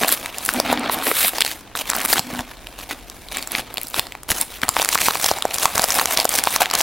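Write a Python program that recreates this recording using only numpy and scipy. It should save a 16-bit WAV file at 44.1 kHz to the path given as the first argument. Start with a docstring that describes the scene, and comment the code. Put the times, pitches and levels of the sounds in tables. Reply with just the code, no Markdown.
"""Tearing a padded envelope, close up

At a desk in a small room, close to a two-port microphone, a padded paper envelope is torn and handled.
Filtered noise, grained by random fibre breaks, makes the hissing rustle and the bright rips.
Noise bursts and damped sines make the snapping creases, popping sheet and juddering flap.
A dragged flap drones as resonant noise, hands bump the desk as damped sines,
and a faint tail, steady hiss and low background hum place it all in the room."""
import sys
import numpy as np
from scipy import signal
from scipy.fft import rfft, irfft, next_fast_len
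from scipy.io import wavfile
from scipy.ndimage import uniform_filter1d

SR = 44100
rng = np.random.default_rng(int(sys.argv[2]) if len(sys.argv) > 2 else 0)


def waveform_to_disk(signal):
    """Save audio, clipped to [-1, 1], as 16-bit WAV at the path in sys.argv[1]."""
    frames = np.transpose(np.atleast_2d(signal))
    scaled = np.clip(frames, -1, 1) * 32767
    samples = np.round(scaled).astype(np.int16)
    wavfile.write(sys.argv[1], SR, samples)


N = 300762
TIME = np.arange(N) / SR  # [s]
LIFTED_S = 4.8  # the envelope leaves the desk
EDGE_HZ = 16050  # upper band limit of the recorder
RING_CYCLES, FACET_CYCLES = 1.1, 1.6  # cycles in which sheet and cracking facet fall to 1 / e
# a rub swells over this share of its length, pulls harder and harder [dB], and lets go [s]
RUB_RISE, RUB_BUILD_DB, RUB_RELEASE_S = 0.25, 5.5, 0.0064
HANDLING_HOLLOW_DB = 0  # body over rasp in light handling, before the rustle's trims

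# running tears of the seam: (start [s], length [s], level halfway before the build is added [dB])
RIPS = [(0.076, 0.017, -17.5), (0.108, 0.032, -16.5), (0.708, 0.024, -25.5), (0.906, 0.042, -21.5),
        (1.02, 0.104, -22.5), (1.125, 0.17, -17.5), (2.085, 0.053, -21)]
# colour of the tear: (frequency [Hz], relative level [dB])
RIP_COLOUR = [(600, -2), (1200, 8.5), (2500, 3), (3700, 7), (6300, -6.5), (8400, 3.5), (12500, 8),
              (16000, 1.5)]
# strokes that rub and bend the paper, levels before trim:
# (start [s], length [s], rasp [dB], body over rasp [dB], fizz over rasp [dB])
RUBS = [(0, 0.06, -32, 3.5, 1), (0.062, 0.085, -31.5, -4.5, 5), (0.419, 0.089, -39, 3, 11),
        (0.529, 0.085, -36.5, 6, 0), (0.624, 0.12, -28.5, 3, -11), (0.704, 0.17, -39.5, 6, -28),
        (0.871, 0.14, -47, 16, 6), (1.003, 0.092, -29, -2, -4), (1.103, 0.15, -29, -8, 4),
        (1.334, 0.057, -32.5, -6, -1), (1.448, 0.066, -31, -10, 4), (1.747, 0.068, -31.5, -4, 5.5),
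        (1.856, 0.061, -31.5, -8, -1), (1.917, 0.14, -35.5, 3.5, 7), (2.063, 0.078, -34.5, -5.5, 10.5),
        (2.137, 0.055, -30, -1, 3.5), (2.243, 0.17, -38.5, 1.5, -1), (2.776, 0.059, -43, -5.5, 3.5),
        (2.889, 0.034, -29.5, -9, -2.5), (3.296, 0.1, -32.5, -9, -5.5), (3.507, 0.093, -29, -2.5, -1),
        (3.927, 0.068, -31, -4.5, 4), (4.28, 0.041, -36, 4.5, 11.5), (4.334, 0.093, -34.5, -3, 6.5),
        (4.482, 0.091, -39.5, -10, 2), (4.628, 0.013, -33, 8.5, 1), (4.735, 0.089, -27.5, -4.5, 0.5),
        (4.906, 0.047, -28.5, -16, 6.5), (4.963, 0.13, -29, -16, 7.5), (5.133, 0.18, -31.5, -20, 5.5),
        (5.529, 0.03, -30.5, -3, 5), (5.575, 0.073, -34, 2.5, 11.5), (5.716, 0.13, -32, 4.5, 5),
        (5.828, 0.21, -33, 3, 8), (6.063, 0.077, -32, 1.5, 7.5), (6.125, 0.1, -29.5, -2.5, 0.5),
        (6.287, 0.11, -31, -3, 7), (6.433, 0.063, -36.5, -17, 7), (6.494, 0.069, -33, -1.5, 9.5),
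        (6.6, 0.023, -27, 7.5, 7), (6.726, 0.032, -26.5, 4, -5), (6.762, 0.049, -30, 2.5, 7.5)]
# paper shifting in the hands between strokes, before trim: (time [s], rasp [dB], fizz [dB])
HANDLING = [(0, -37.5, -28), (.33, -39.5, -43.5), (.5, -40.5, -30), (.85, -29, -67), (1.05, -41, -41),
            (1.53, -44, -37), (1.71, -53.5, -64), (1.8, -42.5, -44), (2.25, -42, -46), (2.6, -51.5, -53.5),
            (2.9, -48, -47.5), (3.25, -52, -48.5), (3.42, -42.5, -38), (3.69, -45.5, -53), (3.85, -49, -40),
            (4.03, -44, -48), (4.25, -63, -62), (4.36, -48.5, -43), (4.6, -46.5, -46), (4.74, -41, -38),
            (5.27, -34, -28.5), (5.45, -36, -42.5), (5.62, -39, -34), (6.82, -34.5, -44)]
# colours of the hollow body, grainy rasp and high fizz: (frequency [Hz], relative level [dB])
BODY = [(60, -15.5), (250, -9), (450, -5), (700, 4.5), (1150, -2), (1600, -6.5), (4000, -34)]
RASP = [(600, -13.5), (1500, -4), (2300, 7), (3000, 3), (3900, 3), (5500, -11.5), (9000, -27), (16000, -68)]
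FIZZ = [(2500, -20.5), (5500, -11.5), (7500, -12), (10500, -8.5), (16000, -12.5)]
# the loudest creases snapping, levels before trim:
# (time [s], crack level [dB], crack centre [Hz], pop level [dB], pop pitch [Hz])
SNAPS = [(0.035, -10, 2900, -7, 1710), (0.0467, -16, 2630, -9.5, 606), (0.0825, -11.5, 4500, -35, 1500),
         (0.091, -15, 8000, -14, 1630), (0.124, -7, 9700, -16.5, 600), (0.2598, -19.5, 3530, -19, 2270),
         (0.384, -17, 7350, -42, 1940), (0.451, -15.5, 10500, -47, 1360), (0.4617, -14, 9300, -39, 1440),
         (0.4902, -15, 4800, -4, 1520), (0.538, -15.5, 9900, -45, 1090), (0.6001, -6.5, 5600, -5, 590),
         (0.728, -16, 6900, -2.5, 740), (0.795, -25, 8900, -50, 1200), (0.8976, -51, 2700, -6.5, 1030),
         (1.0241, -26, 3900, -17, 1140), (1.077, -15, 13600, -30, 2080), (1.0802, -21, 13500, -11.5, 340),
         (1.0924, -19, 13500, -32, 1500), (1.114, -30, 3000, -8.5, 426), (1.1146, -22, 4000, -7.5, 1290),
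         (1.3344, -27, 2400, -19, 740), (1.3839, -15, 5700, -13, 930), (1.4068, -6.5, 3670, -23, 1610),
         (1.416, -11, 3450, -29, 2150), (1.4204, -6, 3300, -24, 1920), (1.4488, -14.5, 4360, -16.5, 800),
         (1.463, -15.5, 4230, -19, 1430), (1.7527, -24, 3560, -13.5, 1190), (1.9006, -7.5, 6560, -17, 1640),
         (1.934, -21, 3930, -12, 1420), (1.9515, -18.5, 7400, -18, 1300), (1.9647, -14, 13000, -16, 735),
         (2.012, -28, 2700, -17, 2150), (2.0507, -11.5, 11100, -15.5, 1050),
         (2.0587, -14, 10800, -15, 2300), (2.1292, -5.5, 4600, -6.5, 786), (2.1338, -8, 11300, -5.5, 1780),
         (2.1817, -14, 3455, -11.5, 724), (2.1939, -9.5, 4700, -12, 745), (2.3923, -27.5, 2970, -19, 1690),
         (2.67, -25.5, 3300, -36, 1910), (3.099, -24.5, 5640, -43, 1390), (3.286, -29, 3670, -51, 1200),
         (3.3705, -17, 7800, -17, 1870), (3.4258, -21, 4420, -42, 2080), (3.474, -20.5, 7700, -31, 1990),
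         (3.5192, -17.5, 11000, -32, 2280), (3.5511, -41, 2660, -7, 2210), (3.5943, -23, 2840, -20, 820),
         (3.7413, -22.5, 12800, -26.5, 730), (3.772, -17, 3000, -27, 1150), (3.781, -17, 3640, -19.5, 690),
         (3.8147, -23, 11100, -26, 2150), (3.8327, -19.5, 12600, -52, 1960), (3.87, -26, 5450, -41, 860),
         (3.883, -26, 9500, -48, 1300), (3.901, -27, 14500, -50, 780), (3.943, -18, 3870, -15, 1080),
         (3.9946, -7.5, 3750, -14, 1080), (4.0686, -28, 4530, -28, 1300), (4.1219, -25.5, 3230, -23, 2090),
         (4.1516, -28, 2420, -22.5, 810), (4.233, -28, 7000, -32, 1370), (4.317, -14, 6250, -11, 1920),
         (4.4128, -7, 9000, -45, 1050), (4.617, -21.5, 2500, -30, 2200), (4.634, -13, 2500, -5, 1610),
         (4.6829, -20.5, 4000, -15, 694), (4.6904, -4.5, 7500, -8, 1110), (4.7665, -17, 2640, -5, 940),
         (4.798, -17, 2700, -9, 745), (4.8186, -12.5, 4300, -12, 930), (4.827, -15.5, 8500, -15, 995),
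         (4.8478, -11.5, 7900, -14.5, 2140), (4.8575, -19, 4670, -16, 1280), (4.889, -9.5, 6550, -10, 2140),
         (4.955, -19, 4340, -4.5, 1100), (4.977, -20, 4230, -14, 2140), (4.988, -28, 2450, -13, 2300),
         (5.0166, -29, 2870, -11, 2160), (5.0843, -15, 4360, -2.5, 980), (5.108, -17, 4450, -12, 1150),
         (5.155, -18, 2600, -12, 1140), (5.2432, -9.5, 5000, -11.5, 780), (5.262, -10, 5230, -18, 646),
         (5.289, -13.5, 3660, -12, 1120), (5.3138, -15, 4270, -3.5, 770), (5.386, -24, 7750, -19, 1010),
         (5.4233, -13, 3930, -16, 1230), (5.4531, -21, 7700, -3.5, 725), (5.51, -21, 2820, -32, 860),
         (5.5429, -14, 7400, -29, 1390), (5.584, -15, 5170, -22, 1100), (5.6559, -5.5, 4400, 2.5, 1050),
         (5.7796, -11.5, 5940, -26, 1140), (5.795, -12.5, 4640, -7, 710), (5.819, -13.5, 8050, -41, 790),
         (5.8409, -8, 5460, -6.5, 720), (5.905, -10.5, 6100, -15, 1180), (5.9224, -14, 7000, -43, 930),
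         (5.9889, -17, 4840, -6.5, 1140), (5.997, -13, 3870, -8.5, 1100), (6.0134, -17, 12200, -9, 970),
         (6.057, -10, 5200, -12.5, 1380), (6.1735, -6, 4040, -20, 2250), (6.1913, -18, 4200, -9.5, 766),
         (6.2004, -8.5, 4530, -18, 920), (6.245, -16, 11750, -36, 1120), (6.2531, -9.5, 5900, -3, 717),
         (6.292, -10, 8800, -42, 1550), (6.3397, -15.5, 6000, -19, 1100), (6.354, -14, 7050, -32, 1300),
         (6.3879, -10.5, 5700, -10, 1670), (6.3951, -18, 4800, -22, 990), (6.438, -9.5, 8150, -15, 1500),
         (6.4547, -21, 4400, -34, 1200), (6.4723, -18, 2800, -3, 1000), (6.5618, -9, 5600, -8, 1090),
         (6.6577, -19, 3530, -12.5, 1970), (6.7007, -21, 4180, -21, 2150), (6.712, -14.5, 4660, -16, 1280),
         (6.738, -13, 7500, -10.5, 950), (6.752, -7.5, 4950, -14, 1250), (6.8068, -14.5, 2420, -18, 2120),
         (6.8119, -11, 7230, -30, 1720)]
# the tearing flap knocking the sheet, before trim and scatter:
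# (start [s], length [s], level [dB], first pitch [Hz], last pitch [Hz])
JUDDERS = [(0.944, 0.063, -34, 900, 1200), (1.91, 0.12, -20.5, 1220, 1780),
           (2.151, 0.033, -16.5, 1300, 1600)]
# the taut flap dragged: (start [s], length [s], level halfway before the build is added [dB])
DRAGS = [(.52, 0.06, -30), (.62, 0.11, -30.5), (.75, 0.053, -28), (.82, 0.073, -37), (.93, 0.097, -43),
         (2.23, .18, -37.5), (2.9, 0.037, -42.5)]
# resonances of the taut flap: (frequency [Hz], width [Hz], relative level [dB])
FLAP = [(248.4, 7.4, 5.5), (292, 10.7, 2), (713, 35, -10)]
# thuds on the desk: (time [s], level before trim [dB], pitch [Hz])
BUMPS = [(0.035, -12.5, 190), (0.728, -32, 160), (2.196, -13, 186), (2.332, -14, 200), (2.393, -22, 99),
         (3.596, -33, 65), (3.989, -19, 127), (4.305, -22.5, 66), (4.318, -18, 161), (4.634, -15, 172),
         (4.688, -21, 107), (4.781, -31, 59.7), (5.313, -26, 80), (5.793, -15, 197)]
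# colour of the room's hiss: (frequency [Hz], relative level per Hz [dB])
ROOM_TONE = [(20, -7.5), (60, -0.5), (170, -9), (280, -6.5), (800, -13.5), (2000, -21), (5000, -27),
             (16000, -44)]
# low background hum, with its heard level over time, before the side signal is coloured:
# (time [s], level [dB])
HUM = [(1.2, -62), (2.2, -47.5), (4.2, -53.5), (5.5, -57)]
# gain of the side signal for the paper sounds, nearly mono around 700 Hz: (frequency [Hz], gain [dB])
PAPER_SIDE = [(40, -15), (200, -17), (700, -47.5), (4000, -22), (8000, -10), (14000, -8)]


def rips(low_hz):
    """A running tear breaks thousands of fibres a second in uneven bundles: a dense, bright crackle."""
    bundles = amp(1.5 * wander(cutoff_hz=300))
    breaks = fibres(per_s=5000, spread_db=3, decay_s=.00015) * bundles
    hiss = rng.standard_normal((2, N)) * np.sqrt(breaks)
    crackle = unit(high_pass(coloured(hiss, RIP_COLOUR), low_hz))
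    return crackle * pulls(RIPS, rise=0.35, build_db=-1.5, release_s=0.0036)


def rustle(trim_db, catch_db, desk_db, desk_hz):
    """Friction hiss and breaking fibres; the paper catches and slips in all bands at once."""
    breaks = fibres(per_s=600, spread_db=4.5, decay_s=.0002)
    grain_shares = (.45, .65, .45)  # power share of fibre breaks in body, rasp, fizz
    catch = amp(catch_db * wander(cutoff_hz=91))
    catch = catch * swell_and_dip(lead_s=0.005, build=0.5, dip_db=-3.0, dip_s=0.03)
    noise = patchy(rng.standard_normal((2, N))) * catch
    levels = friction()
    out = np.zeros((2, N))
    for level, colour, trim, share in zip(levels, (BODY, RASP, FIZZ), trim_db, grain_shares):
        grainy = noise * np.sqrt(1 - share + share * breaks)
        out += amp(level + trim) * unit(coloured(grainy, colour))
    # while the envelope lies on the desk, the wood adds a low rumble to the rustle
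    wood = unit(shaped(noise, lambda f: 1 / (1 + (2 * np.log2(f / desk_hz)) ** 2)))
    return out + amp(levels[0] + desk_db) * wood * (TIME < LIFTED_S)


def friction():
    """Levels in dB of body, rasp and fizz before trim: light handling plus the power of the strokes."""
    rasp, fizz = follow(HANDLING)
    power = amp([rasp + HANDLING_HOLLOW_DB, rasp, fizz]) ** 2
    for start, length, db, hollow_db, fizz_db in RUBS:
        parts = amp(db + np.array([[hollow_db], [0], [fizz_db]]))
        gain = parts * stroke(length, RUB_RISE, RUB_BUILD_DB, RUB_RELEASE_S)
        add(power, start, gain ** 2)
    return 10 * np.log10(power)


def swell_and_dip(lead_s, build, dip_db, dip_s):
    """Gain of the rustle: it swells before a snap and dips just after; faint snaps change it little."""
    gain = np.ones(N)
    t = np.arange(-1024, 2048) / SR
    swell = build * np.exp(-abs(t) / lead_s)
    dip = (amp(dip_db) - 1) * np.exp(-abs(t) / dip_s)
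    change = np.where(t < 0, swell, dip)
    for s, crack_level, _, pop_level, _ in SNAPS:
        add(gain, s + t[0], change * min(1, amp(max(crack_level, pop_level) + 8.5)))
    return np.maximum(gain, amp(dip_db))


def fibres(per_s, spread_db, decay_s):
    """Power, of mean 1, of tiny fibre breaks: random moments, many small and a few large."""
    chance, size = rng.random(N), np.minimum(rng.exponential(1, N), 3.5)
    breaks = (chance < per_s / SR) * amp(spread_db * size) ** 2
    power = signal.lfilter([1], [1, -np.exp(-1 / (SR * decay_s))], breaks)
    return power / power.mean()


def patchy(x):
    """Each facet of the paper favours its own pitches for some milliseconds."""
    z = signal.stft(x, nperseg=512)[2]
    field = rng.standard_normal(z.shape[1:])
    for axis in (0, 1):
        field = uniform_filter1d(field, size=4, axis=axis)
    return signal.istft(z * amp(3 * field / field.std()), nperseg=512)[1][:, :N]


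def stroke(length_s, rise, build_db, release_s):
    """Gain of one pull of the hand: a swell, a hold that changes steadily by build_db, a quick release."""
    t = np.arange(int((length_s + .15) * SR)) / SR
    done = np.minimum(t / length_s, 1)
    release = np.exp(-np.maximum(t - length_s, 0) / release_s)
    return np.minimum(done / rise, 1) * amp(build_db * (done - .5)) * release


def pulls(rows, rise, build_db, release_s):
    """Gain over time of a table of pulls: (start [s], length [s], level [dB])."""
    gain = np.zeros(N)
    for start, length, db in rows:
        add(gain, start, amp(db) * stroke(length, rise, build_db, release_s))
    return gain


def snaps(rows, crack_db, pop_db, crack_s, ring_cycles, flutter_db, facet_db):
    """A short snap: noise burst with a soft onset, then a sheet ringing for a few cycles."""
    clock = np.arange(-256, 768) / SR
    t = np.maximum(clock, 0)
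    span = np.sqrt(200 / len(t))  # levels are rms with the energy packed into 4.5 ms
    soft_onset = 0.08 * np.exp(-abs(clock) / 0.001)
    out = np.zeros((2, N))
    for s, crack_level, crack_hz, pop_level, pop_hz in rows:
        burst, flutter = rng.standard_normal((2, 2, len(t)))
        decay = crack_s * 2 ** rng.uniform(0.013, 0.3)
        envelope = t / decay * np.exp(-t / decay) + soft_onset
        crack = shaped(burst * envelope, lambda f: crack_colour(f, crack_hz))
        facet = np.sin(2 * np.pi * crack_hz * t) * np.exp(-t * crack_hz / FACET_CYCLES)
        crack = unit(crack) + amp(facet_db) * unit(facet) * rng.choice([-1, 1], (2, 1))
        attack = 1 - np.exp(-t / 0.000081)
        ring = np.sin(2 * np.pi * pop_hz * t) * np.exp(-t * pop_hz / ring_cycles) * attack
        # the many other bending modes of the sheet lie around the main one
        flutter = flutter * np.exp(-t / 0.00058) * (clock > 0)
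        flutter = shaped(flutter, lambda f: 1 / (1 + np.log2(f / pop_hz) ** 4))
        pop = unit(unit(ring) * rng.choice([-1, 1]) + amp(flutter_db) * unit(flutter))
        snap = amp(crack_level + crack_db) * unit(crack) + amp(pop_level + pop_db) * pop
        add(out, s + clock[0], span * snap)
    return high_pass(out, hz=166)  # the snaps carry little deep bass


def crack_colour(f, hz):
    """A broad click with one ringing facet standing out of it."""
    octaves = np.log2(f / hz)
    click = 1 / (1 + (octaves / 1.2) ** 2)
    facet = .8 / (1 + (octaves / .16) ** 2)
    return (click + facet) * f ** 2 / (f ** 2 + 1200 ** 2)


def judder(per_s, crack_under_db):
    """The tearing flap knocks the sheet in uneven runs, higher as it tightens; rows like SNAPS."""
    rows = []
    for start, length, db, first_hz, last_hz in JUDDERS:
        count = round(length * per_s)
        for k, (late, size, pitch) in enumerate(rng.uniform(-0.99, 1, (count, 3))):
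            done = (k + .5 + .35 * late) / count
            hz = (first_hz + (last_hz - first_hz) * done) * 2 ** (.2 * pitch)
            level = db + 4 * size
            rows.append((start + done * length, level - crack_under_db, 2 * hz, level, hz))
    return rows


def crinkles(from_s, per_s, over_db, spread_db):
    """Small creases at random moments follow the friction, each with its own pitch; rows like SNAPS."""
    moment, size, crack_pitch, pop_pitch, depth = rng.random((int(per_s * N / SR), 5)).T
    at = (moment * N).astype(int)
    levels = friction()[:, at]
    # paper that only slides, without fizz, hardly creases
    sliding_db = np.minimum(levels[2] - levels[1], 0) / 2
    body, rasp, fizz = levels + sliding_db + over_db + spread_db * size ** 2
    crack_hz = 3000 * 4 ** crack_pitch
    crack_level = np.where(crack_hz > 6000, fizz, rasp)
    rows = np.transpose([at / SR, crack_level, crack_hz, body - 10 * depth, 700 * 3 ** pop_pitch])
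    return rows[at >= from_s * SR]


def over_desk(x, notch_hz, depth):
    """While the envelope lies on the desk, the echo from the wood partly cancels one band of treble."""
    band = shaped(x, lambda f: 1 / (1 + ((f - notch_hz) / 800) ** 4))
    return x - depth * band * (TIME < LIFTED_S)


def drone(rise, build_db, release_s):
    """Friction feeds the low resonances of the taut flap and holds their swing fairly even."""
    def resonances(f):
        return sum(amp(db) / (1 + ((f - hz) / width) ** 2) for hz, width, db in FLAP)
    ring = shaped(rng.standard_normal((2, N)), resonances)
    swing = abs(signal.hilbert(ring, next_fast_len(N))[:, :N])
    return pulls(DRAGS, rise, build_db, release_s) * unit(ring / np.sqrt(swing + 1e-9))


def bumps(cycles, rise_s, level_db):
    """Hands bump the desk: soft, heavily damped sine thuds."""
    t, out = np.arange(6000) / SR, np.zeros(N)
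    for s, db, hz in BUMPS:
        thud = np.sin(2 * np.pi * hz * t) * np.exp(-t * hz / cycles) * (1 - np.exp(-t / rise_s))
        add(out, s, amp(db + level_db) * thud)
    return out


def room(x, t60, tail_db):
    """A faint, short tail from the desk and the walls: sparse random echoes that die away."""
    t = np.arange(SR // 2) / SR
    sparse = rng.standard_normal((2, len(t))) * (rng.random((2, len(t))) < .1)
    taps = sparse * (t > .003) * amp(-60 * t / t60)
    tail = signal.oaconvolve(x, unit(taps) / np.sqrt(len(t)), axes=1)[:, :N]
    return x + amp(tail_db) * tail


def room_tone(hiss_db, hum_hz):
    """Steady coloured hiss, and a low background hum of narrow-band noise at its heard level."""
    hiss, hum = rng.standard_normal((2, 2, N))
    hum = unit(shaped(hum, lambda f: 1 / (1 + ((f - hum_hz) / 6) ** 4)))
    return amp(hiss_db) * unit(coloured(hiss, ROOM_TONE)) + amp(follow(HUM)[0]) * hum


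def amp(db):
    """Decibels to gain."""
    return 10 ** (np.asarray(db) / 20)


def unit(x):
    """Scales to rms 1."""
    return x / np.sqrt(np.mean(x ** 2, axis=-1, keepdims=True) + 1e-20)


def follow(rows):
    """The columns of a curve table, interpolated sample by sample."""
    s, *columns = np.transpose(rows)
    return [np.interp(TIME, s, c) for c in columns]


def shaped(x, gain):
    """Filters x by a gain that is a function of frequency."""
    size = next_fast_len(x.shape[-1])
    hz = np.fft.rfftfreq(size, 1 / SR) + 1  # the offset keeps logarithms finite
    return irfft(rfft(x, size) * gain(hz), size)[..., :x.shape[-1]]


def coloured(x, points):
    """Filters x by a table of (frequency [Hz], level [dB])."""
    hz, db = np.transpose(points)
    return shaped(x, lambda f: amp(np.interp(np.log(f), np.log(hz), db)))


def high_pass(x, hz):
    """A gentle cut below hz."""
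    return shaped(x, lambda f: f ** 2 / (f ** 2 + hz ** 2))


def wander(cutoff_hz):
    """Smooth random motion of rms 1: noise with a Gaussian low-pass."""
    return unit(shaped(rng.standard_normal(N), lambda f: np.exp(-(f / cutoff_hz) ** 2)))


def add(mix, s, sound):
    """Mixes a sound in at a time in seconds."""
    part = mix[..., max(round(s * SR), 0):][..., :sound.shape[-1]]
    part += sound[..., :part.shape[-1]]


def scene():
    """All sources as mid and side, then spread over the two ports."""
    paper = rustle(trim_db=(-1.2, -1.6, -1.3), catch_db=2.5, desk_db=-10.5, desk_hz=276)
    paper += rips(low_hz=1000)
    loud = snaps(SNAPS + judder(per_s=93, crack_under_db=18), crack_db=-3.0, pop_db=-6.5,
                 crack_s=0.00045, ring_cycles=RING_CYCLES, flutter_db=-5, facet_db=-3.5)
    paper += over_desk(loud, notch_hz=6160, depth=0.56)
    # tiny, sharp ticks run through the movements of the paper
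    ticks = crinkles(from_s=0, per_s=75, over_db=-5, spread_db=9)
    paper += snaps(ticks, crack_db=0, pop_db=1, crack_s=0.00015, ring_cycles=0.8, flutter_db=0, facet_db=0)
    # crumpled in the air, the envelope creases more often
    creases = crinkles(from_s=LIFTED_S, per_s=40, over_db=-.5, spread_db=8.5)
    paper += snaps(creases, crack_db=-3.5, pop_db=-3.0, crack_s=0.00034,
                   ring_cycles=1, flutter_db=-8, facet_db=-3.0)
    flap = drone(rise=0.16, build_db=7.0, release_s=0.019)
    mid, side = room(paper + flap, t60=0.33, tail_db=-16.0)
    air_mid, air_side = room_tone(hiss_db=-46.0, hum_hz=44.4)
    mid = mid + air_mid + bumps(cycles=0.34, rise_s=0.004, level_db=10.5)
    # the room reaches the ports from all sides, so it is wider than the paper
    air_side = coloured(air_side, [(40, -7), (700, -11.0), (3000, -10), (9000, 11.0)])
    side = coloured(side, PAPER_SIDE) + air_side
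    return np.array([mid + side, mid - side])


def record(dry):
    """Peaks near full scale overload the recorder softly; then its band limit."""
    clipped = dry / (1 + abs(dry) ** 8) ** (1 / 8)
    band_limit = signal.firwin(401, EDGE_HZ, window=("kaiser", 8), fs=SR)
    return signal.oaconvolve(clipped, band_limit[None], "same")


dry = scene()
out = record(dry)
waveform_to_disk(out)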